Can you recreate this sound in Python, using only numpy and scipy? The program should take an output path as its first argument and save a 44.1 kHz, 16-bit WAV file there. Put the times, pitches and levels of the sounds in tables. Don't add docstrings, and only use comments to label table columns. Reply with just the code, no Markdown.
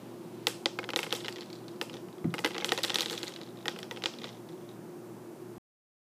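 import sys
import numpy as np
from scipy import signal
from scipy.fft import rfft, irfft
from scipy.io import wavfile
from scipy.ndimage import uniform_filter1d

SR = 44100
rng = np.random.default_rng(int(sys.argv[2]) if len(sys.argv) > 2 else 0)


def volts_from_db(level):
    exponent = np.asarray(level, float) / 20
    return 10 ** exponent


def wav_out(sig):
    wavfile.write(sys.argv[1], SR, np.round(np.clip(np.atleast_2d(sig).T, -1, 1) * 32767).astype(np.int16))


N = 266364

# f/Hz, level/dB
FRIDGE_LINES = [
    (117.45, -60),
    (235.1, -59),
    (352.55, -54),
    (120, -62),
]
# f/Hz, width/Hz, level/dB
FRIDGE_CABINET = (349, 51, -49)
# f/Hz, level/dB
AIR_SPECTRUM = [(25, -37.5), (60, -31.5), (95, -29), (160, -5), (230, -6.5), (300, -10.5), (440, -12),
                (960, -19), (1400, -26), (2000, -32.5), (3500, -38.5), (6500, -38.5), (10000, -39.5),
                (15500, -41.5)]
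AIR_DB = -48
# t/s, level/dB
APPLIANCE_SWELL = [(0.0, -0.5), (5.57, -1.5)]
# t/s, level/dB
EARLIER_RATTLE = [(0, -54.5), (.2, -59.5), (0.449, -54.5), (.8, -88.5)]

# t/s, peak level/dB, piece f/Hz, board knock level/dB re peak, brittle tick level/dB re peak
FIRST_FEW = [(0.4704, -9.5, 3370, -13.5, -10.5), (0.6589, -12, 3640, -8.5, -32.5),
             (0.7893, -23.5, 2500, -2.5, -19), (0.8418, -33, 3380, -4, -23.5),
             (0.891, -25.5, 3070, -5, -27), (0.9044, -28, 2680, -14, -13), (0.9351, -27, 2970, -2.5, -26),
             (0.9617, -16, 3710, -8, -11), (0.9912, -20, 2440, -7.5, -12), (1.0312, -23, 2760, -15, -11.5),
             (1.0402, -34.5, 3300, 0, -26), (1.1266, -15, 3320, -10.5, -13), (1.1508, -32.5, 3400, -9, -3),
             (1.247, -28, 3200, -9, -29), (1.2594, -33, 4000, -8, -20), (1.2832, -24, 3000, -8.5, -14.5),
             (1.326, -34.5, 4560, -32, -15), (1.4092, -33.5, 4400, -22, -19),
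             (1.5301, -36.5, 4540, -22, -18), (1.6825, -38.5, 4400, -15, -23),
             (1.8141, -22.5, 3120, -6, -11.5), (1.8975, -35, 2940, -11, -19), (1.9409, -36, 3450, -8, -14)]
HANDFUL_FALLS = [(2.341, -25.5, 2380, -2.5, -12), (2.3825, -26.5, 2667, -10, -21.5),
                 (2.3908, -28, 3020, -2, -8.5), (2.4467, -19, 3400, -2, -13.5),
                 (2.45, -20, 2860, -9, -14.5), (2.4609, -23.5, 3136, -4, -10.5),
                 (2.5463, -33, 3800, -4.5, -22), (2.5815, -22, 3170, -10, -21),
                 (2.6104, -31.5, 3570, -13, -18), (2.6461, -16.5, 3160, -12, -9.5),
                 (2.6923, -21, 3300, -16, -19), (2.7205, -13.5, 3330, -5, -12),
                 (2.7773, -23, 3800, -7.5, -11.5), (2.787, -24, 2780, -6, -27.5),
                 (2.8338, -25, 4900, -23, -5.5), (2.8374, -17.5, 3820, -22, -11.5),
                 (2.8426, -20, 3795, -7, -20.5), (2.849, -21.5, 3330, -15, -10),
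                 (2.8975, -23, 3040, -12, -25.5), (2.9031, -20.5, 3600, -9.5, -24.5),
                 (2.9447, -19.5, 3400, -16, -8), (2.9579, -13.5, 3600, -15, -23.5),
                 (2.9864, -18, 3300, -15, -12.5)]
HANDFUL_SCATTERS = [(2.9965, -23.5, 3300, -18, -16.5), (3.008, -18, 3800, -15.5, -9),
                    (3.02, -22.5, 4400, -22, -25), (3.0281, -26.5, 3334, -10, -22.5),
                    (3.06, -22.5, 3870, -14, -16), (3.099, -25, 3330, -19, -11),
                    (3.1096, -34, 3840, -3.5, -2.5), (3.1216, -37.5, 4230, -6, -10.5),
                    (3.1387, -34.5, 4280, -4, -8), (3.1789, -26.5, 3420, -18, -11.5),
                    (3.2316, -25.5, 4140, -13.5, -9.5), (3.2376, -36.5, 3040, -2.5, -28),
                    (3.27, -34, 3760, -25, -26), (3.2804, -30, 4170, -33, -11),
                    (3.339, -36.5, 3850, -28, -15), (3.3624, -33, 3870, -27, -26),
                    (3.4146, -35, 4020, -11, -27)]
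STRAGGLERS = [(3.6571, -29, 3030, -5, -12), (3.682, -19, 3500, -7.5, -17), (3.7895, -32.5, 3170, -7.5, -11),
              (3.8304, -30.5, 3270, -10.5, -19), (3.9117, -29.5, 3520, -4, -13),
              (3.9723, -34, 3140, -5.5, -25), (4.0222, -34, 2870, -10.5, -16),
              (4.039, -21, 3800, -8.5, -28.5), (4.0589, -15, 3220, -14.5, -23.5),
              (4.1874, -37.5, 3810, -23, -29.5), (4.218, -35.5, 3300, -10, -20),
              (4.2428, -29.5, 3540, -6, -27)]
# t/s, peak level/dB, piece f/Hz
EARLY_TAPS = [(0.8306, -39, 2550), (1.0666, -36, 2700), (1.1076, -32.5, 3700), (1.121, -34.5, 3080),
              (1.1587, -32, 3800), (1.2053, -35, 3770), (1.3602, -35, 3400), (1.3668, -39, 3300),
              (1.3844, -36, 3270), (1.422, -41, 3180), (1.4312, -40.5, 3860), (1.5025, -40, 4120),
              (1.5546, -45, 4300), (1.97, -42, 3260), (2.2439, -49.5, 2050), (2.4404, -37, 2420),
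              (2.475, -33, 3070), (2.508, -33.5, 2986), (2.5353, -41, 3270), (2.5519, -32.5, 2860),
              (2.603, -32.5, 3086), (2.7078, -35.5, 3000), (2.748, -37.5, 3240), (2.878, -32, 3500),
              (2.883, -30, 3810), (2.9199, -31, 3500)]
LATE_TAPS = [(3.084, -35, 3800), (3.1296, -26.5, 4300), (3.1519, -38, 3370), (3.1697, -46, 3580),
             (3.1873, -37, 3940), (3.214, -41, 3150), (3.2748, -35, 3660), (3.284, -38, 3300),
             (3.2943, -47, 3800), (3.434, -40.5, 3930), (3.573, -44, 3850), (3.6122, -49, 3880),
             (3.7147, -39, 3800), (3.7622, -37, 2930), (3.963, -39, 3240), (4.1382, -38, 3400),
             (4.2348, -39, 3600), (4.2527, -41, 3080), (4.2721, -40, 3060), (4.2823, -42, 3880),
             (4.2914, -40, 3480), (4.49, -45, 3530), (4.53, -54, 3680), (4.691, -46, 3760),
             (4.7134, -51, 3800)]
# start t/s, length t/s, touch rate f/Hz, peak level/dB, piece f/Hz
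ROLLS = [
    (.97, 0.28, 43, -37.5, 3350),
    (1.299, 0.47, 53.7, -49.5, 4000),
    (1.916, .07, 46, -41, 4000),
    (2.067, 0.51, 20, -50.5, 3500),
    (2.461, 0.96, 60, -40, 3300),
    (2.97, .33, 80, -40.5, 3760),
    (3.299, .21, 60, -46, 3860),
    (3.545, 0.097, 40, -48, 3700),
    (4.071, 0.31, 45, -44, 3600),
    (4.498, 0.19, 21.3, -52, 3600),
]
ROLL_FADE_DB, ROLL_SCATTER_DB, ROLL_PITCH_SPREAD = -5, 3.5, 0.14
TAP_HZ, TAP_KNOCK_DB, KNOCK_DB_PER_OCTAVE, TAP_TICK_DB = 3300, -8.5, -24, -20
TIP_S, TIP_DB = 0.0035, -9
# f/Hz, level/dB, decay t60/s, rise t/s
BOARDS = [(353, 0.5, 0.037, 0.0024), (500.6, -0.5, 0.038, 0.0035), (874, 0.5, 0.025, 0.0025),
          (1110, -2, 0.015, 0.0018), (1485, 9, 0.0048, 0.00044), (1993, -2, 0.022, 0.0008),
          (2596, -2, 0.015, 0.0013)]

WET_DB, WET_PER_PEAK_DB, WET_PER_TICK_DB = -3, -0.13, 0.2545
# t/s, extra room share level/dB
SCATTER_DISTANCE = [(.5, -1.5), (.66, -1.5), (.94, -7.5), (.96, 1), (1.3, 0.5), (2.3, 2.5), (2.35, -1),
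                    (2.6, -1), (2.85, -0.5), (3.0, 0.5), (3.5, 0.5), (3.7, 1.5), (4.1, 1), (4.7, 3.5)]
# f/Hz, decay t60/s, level/dB
ROOM_TAIL = [(494, 0.16, -19), (1010, 0.23, -23.5), (1980, 0.18, -34.5), (3600, 0.38, -30),
             (5600, 0.42, -35), (9000, 0.13, -39.5), (13400, 0.073, -45.5)]
FLUTTER_S, FLUTTER_DB, FLUTTER_LOSS_DB = 0.0141, -8.5, -6

THUD_S, THUD_DB = 2.2425, -18
# f/Hz, level/dB, decay t60/s
THUD_MODES = [(113.5, -18, 0.33), (137, -12, 0.36), (168.8, -3, 0.24), (191, -10, 0.3), (246, -0.5, 0.1),
              (320, 3, 0.061), (524, -7, 0.038), (710, -16.5, 0.055)]
CUT_S, TOP_HZ = 5.5812, 15300


def coloured(hz, db, size):
    f = np.fft.rfftfreq(size, 1 / SR)
    gain = volts_from_db(np.interp(np.log(f + 1), np.log(hz), db))
    x = irfft(rfft(rng.standard_normal(size)) * gain, size)
    return x / x.std()


def band(x, lo_hz, hi_hz):
    sos = signal.butter(2, [lo_hz, min(hi_hz, 0.45 * SR)], "band", fs=SR, output="sos")
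    return signal.sosfilt(sos, x)


def ring(t, hz, t60, rise):
    envelope = (1 - np.exp(-t / rise)) ** 2 * np.exp(-np.log(1000) * t / t60)
    return envelope * np.sin(2 * np.pi * hz * t)


def walk(rate):
    k = int(SR / rate)
    return uniform_filter1d(np.repeat(rng.standard_normal(N // k + 1), k), k)[:N]


def fridge():
    t = np.arange(N) / SR
    lines = sum(volts_from_db(db + 2.5 + 1.4 * walk(6.3)) * np.sin(2 * np.pi * hz * (t - 0.82))
                for hz, db in FRIDGE_LINES)
    hz, width, db = FRIDGE_CABINET
    boom = band(rng.standard_normal(N), hz - width / 2, hz + width / 2)
    boom = volts_from_db(db) * boom / boom.std()
    air = coloured(*np.transpose(AIR_SPECTRUM), size=N)
    rumble = signal.sosfilt(signal.butter(2, 2500, fs=SR, output="sos"), air)
    swell = volts_from_db(np.interp(t, *np.transpose(APPLIANCE_SWELL)) + 0.27 * walk(16))
    return lines + boom + volts_from_db(AIR_DB) * (air + (swell - 1) * rumble)


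def earlier_rattle():
    level = np.interp(np.arange(N) / SR, *np.transpose(EARLIER_RATTLE))
    return volts_from_db(level) * band(rng.standard_normal(N), 1700, 4500)


def rolls():
    rows = []
    for start, length, rate, db, hz in ROLLS:
        luck = rng.standard_normal((32, 3))
        s = (np.arange(len(luck)) + 0.5 + 0.19 * luck[:, 0]) / rate
        peak_db = db + ROLL_FADE_DB * s / length + ROLL_SCATTER_DB * luck[:, 1]
        pitch = hz * (1 + ROLL_PITCH_SPREAD * luck[:, 2])
        rows += list(np.transpose([start + s, peak_db, pitch])[s < length])
    return rows


def landings():
    light = []
    for s, db, hz in EARLY_TAPS + LATE_TAPS + rolls():
        knock_db = TAP_KNOCK_DB + KNOCK_DB_PER_OCTAVE * np.log2(hz / TAP_HZ)
        light.append((s, db, hz, knock_db, TAP_TICK_DB))
    contacts = FIRST_FEW + HANDFUL_FALLS + HANDFUL_SCATTERS + STRAGGLERS + light
    s, peak_db, hz, knock_db, tick_db = np.transpose(contacts)[:, :, None]
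    wet_db = WET_DB + np.interp(s, *np.transpose(SCATTER_DISTANCE))
    wet_db = wet_db + WET_PER_PEAK_DB * (peak_db + 16.5) + WET_PER_TICK_DB * (tick_db - TAP_TICK_DB)
    return s, peak_db, hz, knock_db, tick_db, wet_db


def hollow_click(t, hz, peak_db, knock_db, tick_db, luck):
    t60 = 0.0022 * volts_from_db(-0.25 * (peak_db + 10) + 0.7 * luck[:, :1])
    click = ring(t, hz, t60, 0.00013)
    click = click + volts_from_db(0.47 * knock_db) * ring(t, hz * 0.58, t60, 0.00054)
    return click + volts_from_db(4.5 + 0.67 * tick_db) * ring(t, hz * 1.7, t60, 0.0004)


def board_knock(t, knock_db, luck):
    knock = 0
    for k, (hz, db, t60, rise) in enumerate(BOARDS):
        spot_hz = hz * (1 + 0.063 * luck[:, [12 + k]])
        knock = knock + volts_from_db(db + 2.0 * luck[:, [4 + k]]) * ring(t, spot_hz, t60, rise)
    slap = band(np.sin(np.pi * np.minimum(t / 0.0003, 1)) ** 2, 700, 2600)
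    return volts_from_db(knock_db + 4.0) * (knock + volts_from_db(-2.5) * slap)


def cereal():
    s, peak_db, hz, knock_db, tick_db, wet_db = landings()
    t = np.arange(4096) / SR
    luck = rng.standard_normal((len(s), 24))
    noise = rng.standard_normal((len(s), len(t)))
    click = hollow_click(t, hz, peak_db, knock_db, tick_db, luck)
    crack = band(noise * np.exp(-np.log(1000) * t / 0.016), 1700, 5500)
    tick = volts_from_db(tick_db + 5.5) * band(noise * np.exp(-np.log(1000) * t / 0.0022), 4000, 14170)
    knock = board_knock(t, knock_db, luck)
    piece = volts_from_db(14.5 + 0.23 * (peak_db + 7.0)) * click + volts_from_db(-4 - 0.044 * peak_db) * crack + tick + knock
    spike = 1.0 * (t == 0)
    snap = volts_from_db(13) * band(spike, 1300, 7000) + volts_from_db(tick_db + 25.0) * band(spike, 5400, 18000)
    spread = volts_from_db(wet_db) * (snap + volts_from_db(-17.5) * knock + volts_from_db(-28 - 0.32 * peak_db) * piece)
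    near, far = np.zeros(N + len(t)), np.zeros(N + len(t))
    starts = ((s[:, 0] - 0.0006) * SR).astype(int)
    lags = (TIP_S * SR * volts_from_db(3 * luck[:, 1])).astype(int)
    tips = volts_from_db(TIP_DB - 0.4 * np.maximum(peak_db[:, 0] + 30, 0) + 3 * luck[:, 2])
    for at, db, direct, wet, lag, tip in zip(starts, peak_db, piece, spread, lags, tips):
        near[at + lag:at + len(t)] -= volts_from_db(db) * tip * direct[:-lag]
        near[at:at + len(t)] += volts_from_db(db) * direct
        far[at:at + len(t)] += volts_from_db(db) * wet
    return near[:N], far[:N]


def kitchen(x):
    t = np.arange(SR // 2) / SR
    tail = sum(volts_from_db(db - 60 * t / t60) * band(rng.standard_normal(len(t)), hz / 1.405, hz * 1.584)
               for hz, t60, db in ROOM_TAIL)
    rounds = np.arange(6)
    returns = np.zeros(len(t))
    returns[((rounds + 1) * FLUTTER_S * SR).astype(int)] = volts_from_db(FLUTTER_DB + FLUTTER_LOSS_DB * rounds)
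    smear = rng.standard_normal(200) * np.exp(-np.arange(200) / 40) / 5
    flutter = band(np.convolve(returns, smear)[:len(t)], 4500, 11000)
    return signal.fftconvolve(x, tail * (1 - np.exp(-t / 0.00043)) + flutter)[:N]


def thud():
    t = np.maximum(np.arange(N) / SR - THUD_S, 0)
    return volts_from_db(THUD_DB) * sum(volts_from_db(db) * ring(t, hz, t60, 0.0041) for hz, db, t60 in THUD_MODES)


def scene():
    near, far = cereal()
    return (fridge() + earlier_rattle() + near + kitchen(far) + thud())[None]


def band_limit(x):
    return signal.sosfilt(signal.butter(12, 16500, fs=SR, output="sos"), x)


def record(dry):
    high_pass = signal.butter(2, 60, "high", fs=SR, output="sos")
    x = signal.sosfilt(high_pass, dry) + volts_from_db(-31.5) * dry
    x = signal.sosfiltfilt(signal.ellip(10, 0.2, 18, TOP_HZ, fs=SR, output="sos"), x)
    mix = x * (np.arange(N) < CUT_S * SR)
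    return band_limit(mix)


dry = scene()
out = record(dry)
wav_out(out)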